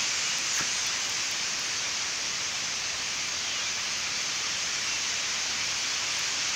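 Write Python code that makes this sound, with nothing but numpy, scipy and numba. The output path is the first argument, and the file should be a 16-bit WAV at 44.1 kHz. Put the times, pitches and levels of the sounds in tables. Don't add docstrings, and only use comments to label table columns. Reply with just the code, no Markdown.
import sys
import numpy as np
from scipy import signal
from scipy.fft import rfft, irfft
from scipy.io import wavfile
from numba import njit

SR = 44100
rng = np.random.default_rng(int(sys.argv[2]) if len(sys.argv) > 2 else 0)


def wav_out(sig):
    wavfile.write(sys.argv[1], SR, np.round(np.clip(np.atleast_2d(sig).T, -1, 1) * 32767).astype(np.int16))


N = 288855

# (frequency [Hz], relative density [dB])
TRAFFIC_SPECTRUM = [(24, -39), (40, -5.5), (81, -1.5), (227, -4), (350, -5), (422, -5.5), (503, -4.5),
                    (599, -3.5), (1000, -5), (1300, -3), (2200, -120)]
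# (time [s], level [dB])
HISS_LEVELS = [(0.0, -58), (1.18, -58), (1.82, -60), (4.34, -59.5), (4.56, -59.5), (6.2, -58.5),
               (6.55, -60)]
# (frequency [Hz], relative density [dB])
HISS_SPECTRUM = [(3000, -48), (6000, -15), (10500, -3.5), (12000, -2), (13500, -4), (15800, -3.5)]
# (time [s], impulse level [dB])
GLITCHES = [(.3856, -23), (.5859, -22), (.8676, -20), (1.097, -24), (1.313, -21), (1.5945, -25),
            (6.1918, -22), (6.4893, -29)]
# (mid time [s], spread [s], centre [Hz], width [Hz], level [dB])
BRUSH_SWELLS = [(.575, 0.033, 13000, 6000, -53), (.58, 0.0041, 1760, 600, -31),
                (.601, 0.0096, 1480, 905, -29.5), (.625, 0.0091, 1700, 700, -36),
                (.614, .012, 250, 220, -39), (6.19, .06, 11000, 4000, -63)]
# (time [s], length [s], start pitch [Hz], end pitch [Hz], level [dB])
NEAR_WHISTLES = [ (.13, 0.13, 7450, 7100, -44), (.225, 0.16, 2870, 2880, -42.5),
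                 (.462, .05, 7350, 7320, -44), (0.513, .08, 7250, 6100, -35), (.71, .053, 6850, 6670, -41),
                 (.72, .1, 8500, 8000, -53), (.85, .064, 3480, 3420, -41), (1.0, .05, 7400, 7250, -45),
                 (1.002, 0.082, 3100, 2870, -40.5), (1.614, .08, 9200, 8800, -61),
                 (1.99, .1, 8600, 8550, -67), (2.48, .13, 7650, 7600, -55), (2.62, .05, 7200, 7240, -45),
                 (2.925, 0.097, 8550, 8050, -59), (2.96, .14, 3060, 3170, -44.5),
                 (3.408, 0.23, 3470, 2750, -42), (3.48, .085, 2750, 2570, -46),
                 (3.587, 0.12, 3030, 3770, -42), (3.653, .036, 2470, 2290, -38),
                 (3.73, .067, 2430, 2290, -45), (3.96, .07, 12150, 12400, -65),
                 (4.856, 0.13, 2730, 2690, -40), (4.88, .09, 8480, 8420, -64), (5.77, .04, 9000, 8700, -59),
                 (5.99, .08, 2980, 2850, -46)]
# (time [s], base level [dB], treble gain [dB])
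ROOST_LEVELS = [(0.0, -28.5, 1.5), (0.33, -29.5, 3.5), (0.42, -30, 3), (0.58, -29, 5), (0.64, -29.5, 3),
                (1.5, -30.5, 1), (2.53, -31.5, 0.5), (3.5, -31, -2), (4.7, -30, 0), (5.6, -30, -.5),
                (6.55, -29, -0.5)]
# (frequency [Hz], relative density [dB])
ROOST_SPECTRUM = [(590, -21.5), (1000, -8.5), (1890, -3), (2400, 0), (3890, -4.5), (4580, -2), (6240, 0.5),
                  (6870, -4), (7940, -17), (10000, -30.5), (13000, -62), (22000, -120)]
# (frequency [Hz], gain [dB])
AIR_ABSORPTION = [(6800, 0), (8500, -6)]


def undb(db):
    return 10 ** (np.asarray(db) / 20)


def level(x, rms_db):
    return x * undb(rms_db) / np.sqrt(np.mean(x ** 2))


def curve(table):
    time_s, *columns = np.transpose(table)
    return [np.interp(np.arange(N) / SR, time_s, column) for column in columns]


def colour(x, spectrum):
    hz, db = np.transpose(spectrum)
    bins_hz = np.maximum(np.fft.rfftfreq(len(x), 1 / SR), 1)
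    return irfft(rfft(x) * undb(np.interp(np.log(bins_hz), np.log(hz), db)), len(x))


def band(x, hz, width_hz):
    return signal.lfilter(*signal.iirpeak(hz, hz / width_hz, SR), x)


def slow_noise(cutoff_hz):
    return level(signal.lfilter(*signal.butter(2, cutoff_hz, fs=SR), rng.standard_normal(N)), 0)


def mic_hiss(flicker_db=0.9, flicker_hz=14):
    hiss = level(colour(rng.standard_normal(N), HISS_SPECTRUM), 0)
    return hiss * undb(curve(HISS_LEVELS)[0] + flicker_db * slow_noise(flicker_hz))


def traffic(rms_db=-46):
    return level(colour(rng.standard_normal(N), TRAFFIC_SPECTRUM), rms_db)


def digital_clicks():
    impulses = np.zeros(N)
    for time_s, db in GLITCHES:
        impulses[int(time_s * SR)] = undb(db)
    return 2 * band(impulses, hz=10500, width_hz=12000)


def brush():
    out, time_s = np.zeros(N), np.arange(N) / SR
    for mid_s, spread_s, hz, width_hz, db in BRUSH_SWELLS:
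        friction = band(band(rng.standard_normal(N), hz, width_hz), hz, width_hz)
        out += level(friction, db) * np.exp(-.5 * ((time_s - mid_s) / spread_s) ** 2)
    return out


def knock(onset_s=.606, hz=155, t60_s=.045, gain_db=-21):
    age_s = np.maximum(np.arange(N) / SR - onset_s, 0)
    envelope = (1 - np.exp(-hz * age_s)) * np.exp(-np.log(1000) * age_s / t60_s)
    return undb(gain_db) * envelope * np.sin(2 * np.pi * hz * age_s)


@njit
def sing(notes):
    out = np.zeros(N)
    for onset_s, length_s, start_hz, mid_hz, end_hz, rms, rattle_hz in notes:
        first, count = int(onset_s * SR), int(length_s * SR)
        slope_hz = 4 * mid_hz - 3 * start_hz - end_hz
        bend_hz = 2 * (start_hz + end_hz - 2 * mid_hz)
        phasor = 1. + 0j
        for block in range(0, count, 16):
            progress = block / count
            hz = start_hz + slope_hz * progress + bend_hz * progress ** 2
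            turn = np.exp(2j * np.pi * hz / SR)
            gain = np.sqrt(2) * rms * min(2 * np.sin(np.pi * progress), 1.)
            if rattle_hz > 0:
                gain *= np.sqrt(2) * np.cos(np.pi * rattle_hz * block / SR)
            for i in range(first + block, first + min(block + 16, count)):
                phasor *= turn
                if 0 <= i < N:
                    out[i] += gain * phasor.imag
    return out


def trees(x, t60_s=.25, tail_db=-10):
    time_s = np.arange(SR // 2) / SR
    tail = rng.standard_normal(len(time_s)) * np.exp(-np.log(1000) * time_s / t60_s)
    tail *= undb(tail_db) / np.sqrt(np.sum(tail ** 2))
    return x + signal.fftconvolve(x, tail)[:N]


def twitter_notes(notes_per_s=10):
    count = int(notes_per_s * N / SR)
    pitch, fall, stretch, loudness = rng.standard_normal((count, 4)).T
    onset_s = rng.random(count) * N / SR
    length_s = .098 * np.exp(.31 * stretch)
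    start_hz = 8550 + 250 * pitch
    end_hz = start_hz - 200 * (1 + fall)
    level_db = -68 + 2 * loudness
    return np.column_stack([onset_s, length_s, start_hz, end_hz, level_db])


def whistles(mid_glide_share=.64, hoarse_above_hz=7800):
    onset_s, length_s, start_hz, end_hz, db = np.vstack([NEAR_WHISTLES, twitter_notes()]).T
    mid_hz = start_hz + mid_glide_share * (end_hz - start_hz)
    no_rattle = np.zeros_like(onset_s)
    notes = np.column_stack([onset_s, length_s, start_hz, mid_hz, end_hz, undb(db), no_rattle])
    high = start_hz > hoarse_above_hz
    flutter = slow_noise(cutoff_hz=150)
    clear = sing(notes[~high]) * (1 + .25 * flutter)
    hoarse = sing(notes[high]) * (1 + .7 * flutter)
    return trees(clear + hoarse)


def chorus(notes_per_s=2500, arch_hz=302.3, fall_hz=401.4, rattle_share=.55, spread_db=1.5):
    span_s = N / SR + 1
    count = int(notes_per_s * span_s)
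    when, pitch, kind, nearness = rng.random((count, 4)).T
    stretch, arch, fall, pace = rng.standard_normal((count, 4)).T
    onset_s = when * span_s - 1
    length_s = .05 * np.exp(.4 * stretch)
    mid_hz = 400 + 10200 * pitch
    start_hz = mid_hz - arch_hz * np.abs(arch)
    end_hz = mid_hz - fall_hz * (1 + fall)
    rms = undb(-spread_db * np.log(1 - nearness))
    rattle_hz = np.where(kind < rattle_share, 89.1 * np.exp(.403 * pace), 0)
    notes = np.column_stack([onset_s, length_s, start_hz, mid_hz, end_hz, rms, rattle_hz])
    return level(colour(sing(notes), ROOST_SPECTRUM), 0)


def roost(far_power_share=.61, treble_hz=6650):
    voices = chorus()
    blur = colour(rng.standard_normal(N), ROOST_SPECTRUM)
    blur = level(colour(blur, AIR_ABSORPTION), 0)
    chatter = np.sqrt(1 - far_power_share) * voices + np.sqrt(far_power_share) * blur
    base_db, treble_db = curve(ROOST_LEVELS)
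    treble = signal.sosfiltfilt(signal.butter(4, treble_hz, "high", fs=SR, output="sos"), chatter)
    return undb(base_db) * (chatter + (undb(treble_db) - 1) * treble)


def scene():
    mono = roost() + whistles() + traffic() + mic_hiss() + digital_clicks() + brush() + knock()
    return np.stack([mono, mono])


def record(dry):
    low_cut_hz, top_cut_hz = 60, 15820
    thin = signal.sosfilt(signal.butter(2, low_cut_hz, "high", fs=SR, output="sos"), dry)
    return signal.sosfiltfilt(signal.ellip(14, .15, 45, top_cut_hz, fs=SR, output="sos"), thin)


dry = scene()
out = record(dry)
wav_out(out)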